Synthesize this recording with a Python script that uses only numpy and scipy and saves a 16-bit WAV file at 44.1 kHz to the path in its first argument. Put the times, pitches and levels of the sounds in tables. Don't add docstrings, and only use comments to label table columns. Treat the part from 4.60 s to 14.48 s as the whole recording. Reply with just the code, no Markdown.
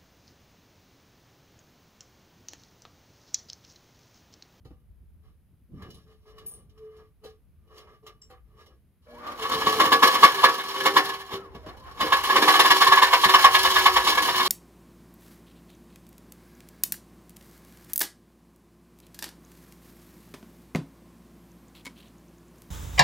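import sys
import numpy as np
from scipy import signal
from scipy.io import wavfile

SR = 44100
rng = np.random.default_rng(int(sys.argv[2]) if len(sys.argv) > 2 else 0)


def wav_out(sig):
    wavfile.write(sys.argv[1], SR, np.round(np.clip(np.atleast_2d(sig).T, -1, 1) * 32767).astype(np.int16))


def gain_from_decibels(decibels):
    exponent = np.asarray(decibels, float) / 20
    return 10 ** exponent


N = 435708

# start_s, bite_db, shoe_looseness_db
CUT = [(4.42, -83, -10), (4.52, -69, 12), (4.74, -56, 11), (4.83, -45.5, -3), (5.15, -37.5, 5),
       (5.74, -37.5, -5), (6.18, -46, -0.5), (6.36, -38.5, 1.5), (6.61, -54, -8), (6.78, -61.5, 10),
       (6.88, -78.5, 25.5), (7.37, -62, 4), (7.44, -43, 11.5), (7.57, -39, -14), (7.77, -37.5, 6.5),
       (7.9, -34.5, -6), (8.92, -34.5, -13), (9.88, -33.5, -4.5)]
# pitch_hz, likeness (0 to 1)
LIKENESS = [(100, .97), (500, .8), (1100, .85), (2200, .65), (8000, .2)]


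def rms_one(x):
    return x / np.sqrt(np.mean(x ** 2) + 1e-20)


def in_time(rows, outside_db=-120):
    s, *columns = np.transpose(rows)
    t = np.arange(N) / SR
    return np.array([np.interp(t, s, column, outside_db, outside_db) for column in columns])


def at_hz(points, hz):
    table_hz, values = np.array(points).T[:2]
    return np.interp(np.log(hz), np.log(table_hz), values)


def band(x, low, high):
    return signal.sosfilt(signal.butter(2, [low, high], "band", fs=SR, output="sos"), x)


def drift(rate_hz):
    knots = rng.standard_normal(int(N / SR * 200))
    r = np.exp(-2 * np.pi * rate_hz / 200)
    smooth = rms_one(signal.lfilter([1], [1, -2 * r, r * r], knots))
    return np.interp(np.linspace(0, len(knots) - 1, N), np.arange(len(knots)), smooth)


def swells(rows, fade_db_per_s):
    rise_db, knee_db = 53, 23.5
    s, swell_s, *levels = np.transpose(rows)[..., None]
    t = np.arange(0, N + 64, 64) / SR
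    curves = []
    for level_db, fade in zip(levels, np.broadcast_to(fade_db_per_s, len(levels))):
        away_db = np.maximum(rise_db * (s - t) / swell_s, fade * (t - s))
        loudest_db = np.max(level_db - away_db ** 2 / knee_db, axis=0)
        curves.append(np.interp(np.arange(N) / SR, t, loudest_db))
    return np.array(curves)


def pair(mid, side, alike):
    alike = np.clip(alike, 0, 1)
    return np.sqrt((1 + alike) / 2) * mid + np.sqrt((1 - alike) / 2) * side * np.array([[1], [-1]])


def stereo_noise(spectrum, edges, length, t60=None):
    out, t = 0, np.arange(length) / SR
    white = rng.standard_normal((2, 2, length))
    for k, (low, high) in enumerate(zip(edges, edges[1:])):
        hz = np.sqrt(low * high)
        fade = 1
        if t60 is not None:
            t60_s = at_hz(t60, hz)
            fade = gain_from_decibels(-60 * t / t60_s) / np.sqrt(t60_s)
        both_ports = pair(*band(white[k % 2], low, high), at_hz(LIKENESS, hz))
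        out = out + gain_from_decibels(at_hz(spectrum, hz)) * fade * both_ports
    return rms_one(out)


def struck(modes, length):
    t, out = np.arange(length) / SR, 0
    for hz, level_db, t60_s in modes:
        turn, spot = rng.standard_normal(2)
        apart = np.tanh(turn) * np.arccos(np.clip(at_hz(LIKENESS, hz), 0, 1)) / 2
        ring = np.sin(2 * np.pi * hz * t + apart * np.array([[1], [-1]]))
        out = out + gain_from_decibels(level_db + 3.0 * spot - 60 * t / t60_s) / np.sqrt(t60_s) * ring
    return rms_one(out)


def drive(force, response):
    unit = response / np.sqrt(np.sum(response ** 2, 1, keepdims=True))
    return signal.oaconvolve(force[None], unit, axes=1)[:, :N]


def teeth(per_s, spread_db):
    sizes = gain_from_decibels(spread_db * np.minimum(rng.exponential(1, N), 5)) * rng.choice([-1, 1], N)
    return rms_one(sizes * (rng.random(N) < per_s / SR))


def jolts(events, rise_s, fall_s, late_s):
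    s, peak_db, low_db, bright_db = np.transpose(events)
    build_s = .04
    t = np.arange(SR // 8) / SR - build_s
    stretch = np.where(t < 0, [[1.5], [1.01], [.8]], [[1.5], [1.01], [1.4]])
    t = t / stretch
    shape = 1 / (np.exp(np.minimum(-t / rise_s, 50)) + np.exp(t / fall_s))
    marks = np.zeros((3, N))
    starts = ((s + late_s - build_s) * SR).astype(int)
    marks[:, starts] = gain_from_decibels(peak_db + np.array([low_db, 0 * s, bright_db]))
    return np.abs(signal.oaconvolve(marks, shape / shape.max(), axes=1)[:, :N])


def shell(envelope, modes, dense_db, wander_db, count):
    # pitch_hz, level_db (per Hz)
    crowd = [(94, -75), (160, -15), (400, -3), (860, -18), (1090, -26), (1450, -13.5), (1900, -15.5),
             (2570, -14.5), (3630, -7), (5500, -18), (7000, -22.5), (9600, -21), (13000, -22.5),
             (16000, -22.5)]
    # pitch_hz, t60_s
    crowd_t60 = [(160, 0.027), (1000, 0.23), (4000, 0.1), (15000, 0.074)]
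    edges_hz = [150, 700, 2500, 16500]
    rightward_db = [-0.2, 0.94, 1.7]
    out, length = 0, SR // 2
    thirds_hz = 140 * 2 ** np.arange(0, 7.1, 1 / 3)
    for spot in range(count):
        body = struck(modes, length) + gain_from_decibels(dense_db) * stereo_noise(crowd, thirds_hz, length, crowd_t60)
        forces = envelope * teeth(per_s=5000, spread_db=3.0)
        for force, low, high, pan_db in zip(forces, edges_hz, edges_hz[1:], rightward_db):
            response = band(band(body, low, high), low, high)
            sound = drive(force * gain_from_decibels(wander_db * drift(9.0)), response)
            out = out + gain_from_decibels(pan_db * np.array([[-1], [1]])) * sound
    return out / np.sqrt(count)


def surroundings():
    # nearest_s, swell_s, level_db
    passes = [(.45, 3, -50.5), (1.98, 6.3, -54), (3.0, 9.4, -54), (3.96, 4.5, -55.5), (4.8, 1.4, -51),
              (5.53, 0.66, -59.5), (6.95, 0.35, -48), (7.5, 2.8, -48), (8.3, 3.7, -51.5),
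              (9.19, 1.3, -42.5)]
    # fullest_s, swell_s, level_db
    presses = [(0, 0.086, -57), (1.26, 0.6, -54), (2.15, 2.5, -59), (3.44, 2.5, -62.5), (5.23, 1.27, -45),
               (5.75, 0.97, -50), (6.35, 1.1, -51.5), (6.8, 0.82, -55), (7.46, 1.9, -54.5),
               (8.86, 1, -51.5), (9.88, 1.1, -47)]
    # fullest_s, swell_s, level_db
    puffs = [
        (1.13, 0.1, -39),
        (1.24, 0.3, -43.5),
    ]
    # start_s, peak_db
    shifts = [
        (0.055, -33),
        (0.107, -34),
        (4.95, -24),
        (5.071, -18),
        (6.736, -23.5),
        (6.95, -26),
        (7.064, -25.5),
        (8.281, -21),
        (8.658, -17),
    ]
    # pitch_hz, level_db (per Hz)
    air_spectrum = [(200, -33), (350, -24), (700, -32), (2500, -37), (7000, -48.5), (10500, -32.5),
                    (13000, -46), (16000, -35)]
    white, t = rng.standard_normal((4, 2, N)), np.arange(N) / SR

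    rumble_db = np.maximum(swells(passes, 31), -65)
    rumble = gain_from_decibels(rumble_db + 1.5 * drift(5)) * pair(*rms_one(band(white[0], 45, 80)), .45)
    thud_db = np.maximum(swells(presses, 58), -64)
    thud = gain_from_decibels(thud_db + 1 + 2 * drift(12)) * pair(*rms_one(band(white[1], 75, 200)), .95)
    wind = rms_one(band(band(white[2], 30, 274), 34, 280))
    gust = gain_from_decibels(swells(puffs, 146) + 3.9 * drift(30)) * pair(*wind, 0.91)
    shift = sum(gain_from_decibels(peak_db - 9.0 - 60 * np.maximum(t - s, 0) / 0.12) * (t > s) for s, peak_db in shifts)
    ground = shift * pair(*rms_one(band(white[3], 75, 330)), 0.93)
    air = gain_from_decibels(-73.5) * stereo_noise(air_spectrum, 200 * 2 ** np.arange(0, 6.4, 1 / 3), N)
    return rumble + thud + gust + ground + air


def motor():
    # start_s, whine_hz, whine_db, buzz_db
    spells = [
        [(4.45, 420, -88, -104), (4.47, 480, -56, -60), (4.54, 800, -56, -50.5), (4.6, 1150, -45.5, -55),
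         (4.63, 1200, -43, -49), (4.67, 1190, -34, -55), (4.72, 1200, -35.5, -48), (4.78, 1230, -47, -56),
         (4.9, 1190, -80, -78)],
        [(6.74, 1450, -54, -87), (6.82, 1290, -49, -100), (6.9, 950, -53, -100), (7.0, 640, -62, -85),
         (7.08, 640, -46, -82), (7.15, 770, -50, -69), (7.21, 980, -62, -69), (7.28, 1100, -40, -79),
         (7.38, 1150, -54, -66)],
    ]
    # multiple of 120 Hz, level_db
    harmonics = [(2, 1), (4, 4), (5, 4), (6, -16), (10, -18), (14, -8.5), (19, -9)]
    out, t = 0, np.arange(N) / SR
    buzz = 0
    for k, level_db in harmonics:
        buzz = buzz + gain_from_decibels(level_db + 2.3 * drift(4.7)) * np.sin(2 * np.pi * 120 * k * t + k * k)
    whirr = rms_one(band(rng.standard_normal((2, N)), 580, 1520))
    for rows in spells:
        hz, whine_db, buzz_db = in_time(rows)
        whine = np.sin(2 * np.pi * np.cumsum(hz * (1 + .035 * drift(60))) / SR)
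        out = out + gain_from_decibels(whine_db + 1.5 + 4 * drift(25)) * whine
        out = out + gain_from_decibels(whine_db - 1.5) * whirr + gain_from_decibels(buzz_db) * buzz
    return out


def handling():
    # fullest_s, swell_s, hum_db, ring_db, scrape_db
    drags = [(.12, 0.11, -80, -72, -88), (.65, 0.076, -68.5, -69, -81), (1.24, 0.25, -56.5, -53.5, -69),
             (1.36, 0.35, -66, -65, -70), (1.49, 0.12, -55.5, -63, -77), (1.68, 0.065, -51.5, -61.5, -73),
             (1.81, 0.45, -52, -59.5, -75), (1.97, 1, -66, -66, -83), (2.25, 0.2, -39, -62.5, -79),
             (2.39, 0.65, -47.5, -63, -79), (2.66, 0.1, -45, -60, -71.5), (3.18, 0.27, -53.5, -54.5, -65.5),
             (3.29, 0.59, -58, -58.5, -76), (3.44, 0.042, -51.5, -69, -85), (3.47, 0.057, -59, -57.5, -72),
             (3.62, .06, -70, -71, -87), (3.72, 0.078, -70, -58.5, -98), (3.99, 0.078, -59, -54, -70),
             (4.09, 0.62, -64, -63, -79)]
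    drag_fades = [192, 245, 193]
    # start_s, peak_db, low_share_db, bright_share_db
    edge_taps = [(0.655, -57, -8, -10), (1.203, -48, -7, -4), (1.22, -35.5, -7, 0.5), (1.267, -54, -2, -11),
                 (1.302, -43, -13, 5), (1.342, -47, -6, 6), (1.655, -42, -12, -23), (1.78, -32, -25, -9.5),
                 (2.094, -53, -8, 4), (2.176, -43, -10, -8), (2.365, -50, -8, 0), (3.075, -50, -10, 2),
                 (3.179, -41, -8, 2), (3.427, -57.5, 13, -5), (3.465, -32.5, -6, -2), (3.618, -54, -10, 7),
                 (3.987, -53, -10, -10), (4.005, -40, -10, -7), (4.06, -38, -4, -2)]
    # start_s, peak_db, low_share_db, bright_share_db
    wedged_knocks = [
        (0.054, -53, -29, -5),
        (0.111, -58, -5, -22),
        (2.645, -43, 7.5, -2),
        (3.707, -45, -7, -8),
    ]
    # pitch_hz, level_db, t60_s
    free_modes = [(1100, -21, 0.15), (1128, 2.5, 0.2), (1170, 1.5, 0.23), (1200, 7.5, 0.084),
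                  (1275, 0, 0.075), (1660, -1, 0.11), (1770, -4.5, 0.092), (2080, -3, 0.085),
                  (2250, -12, 0.18), (2750, -18, .15), (2940, 4, 0.14), (3100, -11, .15), (3560, -17, .1),
                  (4050, -28, 0.11), (5520, -4.5, 0.11)]
    # pitch_hz, level_db, t60_s
    wedged_modes = [(494, 10, 0.17), (476, -6, 0.3), (770, -4, 0.18), (1224, -10, 0.25), (1420, -19, 0.12),
                    (1730, -14, 0.15), (1850, -10, .15)]

    hum_db, ring_db, scrape_db = swells(drags, drag_fades)
    scrape = gain_from_decibels(np.array([ring_db - 1, ring_db, scrape_db + 6.0]))
    taps = gain_from_decibels(-12.5) * jolts(edge_taps, rise_s=0.0003, fall_s=0.0063, late_s=-0.00043)
    free = shell(np.hypot(scrape, taps), free_modes, dense_db=-3.0, wander_db=-4.5, count=2)

    hum_hz, t = 434, np.arange(N) / SR
    hum = gain_from_decibels(hum_db + 3 + drift(8)) * np.sin(2 * np.pi * hum_hz * t + .5 * drift(5))

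    knocks = gain_from_decibels(-5) * jolts(wedged_knocks, rise_s=0.002, fall_s=0.016, late_s=-0.0071)
    dull = shell(knocks, wedged_modes, dense_db=-11.0, wander_db=0, count=1)
    blow = jolts(wedged_knocks, rise_s=.00005, fall_s=.0001, late_s=.006)[0]
    bong = gain_from_decibels(3.0) * drive(blow, struck(wedged_modes, SR // 2))
    return free + hum + bong + dull


def blade():
    # start_s, peak_db, pitch_hz, t60_s
    twangs = [
        (1.862, -32, 11250, .25),
        (1.887, -39, 9650, .1),
        (1.911, -41, 9350, .1),
        (1.937, -40, 9400, .2),
        (3.617, -49, 7550, .18),
        (3.617, -51, 5520, .18),
        (1.343, -57, 10050, .2),
        (1.343, -58, 11000, .1),
        (3.7, -62, 10500, .08),
    ]
    out, t = np.zeros(N), np.arange(SR // 4) / SR
    for s, peak_db, hz, t60_s in twangs:
        narrow, wide = rng.standard_normal((2, len(t)))
        ring = np.sin(2 * np.pi * hz * t) + 0.7 * rms_one(band(narrow, hz * .97, hz * 1.03))
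        rattle = gain_from_decibels(-17 - 60 * t / 0.23) * band(wide, 2600, 16000)
        attack = 1 - np.exp(-t / 0.00017)
        out[int(s * SR):][:len(t)] += gain_from_decibels(peak_db) * attack * (gain_from_decibels(-60 * t / t60_s) * ring + rattle)
    return out


def drone():
    # start_s, pitch_hz, level_db
    loose = [(4.78, 455, -54), (4.82, 442.6, -35.5), (4.87, 448, -38), (4.895, 452, -62), (4.96, 448, -32),
             (5.03, 437.7, -38.5), (5.148, 435, -32), (5.35, 436, -47)]
    # fullest_s, swell_s, level_db
    wakes = [(5.75, .1, -39.5), (6.05, 2.5, -46), (6.3, 0.47, -34.5), (6.55, 1.4, -41),
             (6.736, 0.053, -24.5), (7.76, 0.26, -35), (8.1, 1.7, -38.5), (8.45, 3.7, -40.5),
             (8.65, 0.036, -34.5), (9.27, 1.44, -36), (9.77, 0.089, -39.5)]
    out, t = 0, np.arange(N) / SR
    starved_db = 0.89 * np.minimum(in_time(CUT)[0] + 47, 0)
    pressed_hz = 391 - 8.8 * np.maximum(t - 7.3, 0)
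    pressed_db = swells(wakes, 65)[0]
    for hz, level_db in [in_time(loose), (pressed_hz, pressed_db)]:
        waver = gain_from_decibels(2.2 * drift(14)) * np.sin(2 * np.pi * np.cumsum(hz) / SR + .45 * drift(10))
        out = out + gain_from_decibels(level_db + starved_db + 6.0) * waver
    return out


def snag_rows(loose_db):
    # start_s, pull_peak_db, return_peak_db
    first_go = [(4.631, -37, -45), (4.669, -30, -45), (4.79, -24.5, -42), (4.821, -16.5, -44),
                (4.914, -12.5, -36), (5.016, -15.5, -8.5), (5.128, -40, -45), (5.199, -2, -13.5),
                (5.32, -0.5, -38), (5.427, 1.5, -35), (5.539, -14, -22), (5.632, 4.5, -19),
                (5.743, -51, -17), (5.837, 1, -16), (5.945, -36, -19.5), (6.059, -40, -23),
                (6.158, -20, -14.5), (6.256, -1.5, -22), (6.364, 0.5, -41), (6.49, -21.5, -32.5),
                (6.59, -42, -58), (6.717, -26, -62), (6.947, -37.5, -53), (7.062, -35.5, -61)]
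    # start_s, pull_peak_db, return_peak_db
    second_go = [(7.371, -31, -31), (7.405, -10.5, -21), (7.522, -4.5, -41), (7.696, -7.5, -20),
                 (7.759, -3, -4.5), (7.879, 1.5, -6), (7.993, 0.5, -3.5), (8.104, 1.3, -11),
                 (8.213, 2, -2.5), (8.319, 1, -5), (8.422, 2, -15), (8.53, -0.5, -30), (8.638, 0, -3),
                 (8.739, 1.4, -11), (8.843, 2.1, -29), (8.945, -1, -33), (9.048, -2, -62),
                 (9.158, -1.5, -9.5), (9.257, 0, -37), (9.362, -1.5, -30), (9.469, -5, -17),
                 (9.574, -5, -22), (9.684, -6.5, -14.5), (9.796, -10, -12.5)]
    back_share = [0.429, 0.507]
    snag_low_db = [-16.5, -18.5]
    rows = []
    for go, share, low_db in zip([first_go, second_go], back_share, snag_low_db):
        s, pull_db, back_db = np.transpose(go)
        gap_s = np.diff(s)
        back_s = s + share * np.append(gap_s, gap_s[-1])
        for starts, peaks_db, bright_db in [(s, pull_db, -11.5), (back_s, back_db, -10)]:
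            for start, peak_db in zip(starts, peaks_db):
                rows.append((start, peak_db, low_db + 0.86 * loose_db[int(start * SR)], bright_db))
    return rows


def cutting():
    # start_s, peak_db, low_share_db, bright_share_db
    judders = [
        (4.848, -17, -28, -16),
        (4.936, -20, -27, -5),
        (4.966, -21, -10, -28),
        (6.535, -29, -34, -26),
        (6.704, -33, -2, -11),
        (6.73, -24, -1.5, -11),
        (6.751, -34, -7, -4),
        (6.775, -42, -3, -18.5),
        (7.085, -35, -8, -14),
        (7.424, -19.5, -7, -21),
    ]
    # pitch_hz, level_db, t60_s
    shell_modes = [(310.6, -6.5, 0.37), (465, -6.5, 0.35), (529.4, -6.5, 0.14), (760, -13.5, 0.63),
                   (810, -15, 0.35), (973, -6, 0.28), (1039, -4.5, 0.1), (1078.4, -0.5, 0.18),
                   (1122.4, 1, 0.08), (1185, -13, 0.17), (1280, -21, 0.51), (1316, -20.5, 0.19),
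                   (1697.3, 0.5, 0.13), (1789, -13, 0.22), (2176, -15.5, 0.17), (2233, -11, 0.11),
                   (2820, -6.5, 0.089), (2998, -4, 0.11), (3233, 0, 0.02), (3690, -8.5, 0.13),
                   (4218, -5.5, 0.1), (4243, -21.5, 0.049), (5060, -7.5, 0.21), (5325, -10, 0.092),
                   (5515, -10, 0.07), (6810, -22.5, 0.048)]
    # pitch_hz, level_db, t60_s
    shoe_modes = [(3590, 8.5, 0.051), (3760, -12, .08), (7097, -4, 0.039)]
    # pitch_hz, level_db, t60_s
    stiff_modes = [(526.6, -8, 0.27), (1133, 2, .17), (1190, -6, 0.14), (1284, -12.5, 0.2),
                   (1684, -8.5, 0.27)]

    bite_db, loose_db = in_time(CUT)
    ring_db = np.minimum(bite_db + 9, -27)
    regions_db = np.array([bite_db + loose_db, ring_db, bite_db])
    rasp = gain_from_decibels(regions_db + np.array([[0.1], [0.1], [5.5]]) + 4.4 * drift(55.0))
    snags = gain_from_decibels(-5.5) * jolts(snag_rows(loose_db) + judders, rise_s=0.0037, fall_s=0.0061, late_s=0.003)
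    hiss = gain_from_decibels(-7.5) * rasp[2] * rms_one(band(rng.standard_normal((2, N)), 5400, 16300))
    slap = gain_from_decibels(-4.5) * drive(snags[2] * teeth(per_s=5100, spread_db=3.0), struck(shoe_modes, SR // 8))

    load = np.hypot(rasp, snags)
    cut_s = np.maximum(np.arange(N) / SR - 4.39, 0)
    stiff_force = gain_from_decibels(0.5 - 2.5 * cut_s) * load[1] * teeth(per_s=5000, spread_db=3.0)
    stiff = drive(stiff_force, band(struck(stiff_modes, SR // 4), 350, 2500))
    load[1] *= gain_from_decibels(-5 * np.exp(-cut_s / 0.82))
    return stiff + shell(load, shell_modes, dense_db=-1.5, wander_db=3.0, count=4) + hiss + slap


def later(x, lag):
    return np.concatenate([np.zeros(x.shape[:-1] + (lag,)), x[..., :-lag]], axis=-1)


def scene():
    near = cutting() + handling() + drone() + motor() + blade()
    low = signal.sosfilt(signal.butter(1, 3500, fs=SR, output="sos"), near[0])
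    near[0] = later(low, 4) + later(near[0] - low, 6)
    return near + surroundings()


def band_limit(x):
    return signal.sosfilt(signal.butter(12, 15730, fs=SR, output="sos"), x)


def record(dry):
    dipped = dry - .5 * band(dry, 6670, 10020)
    rounded = 1.059 * np.tanh(dipped / 1.614)
    mix = signal.sosfilt(signal.cheby2(12, 50, 16500, fs=SR, output="sos"), rounded)
    return band_limit(mix)


dry = scene()
out = record(dry)
wav_out(out)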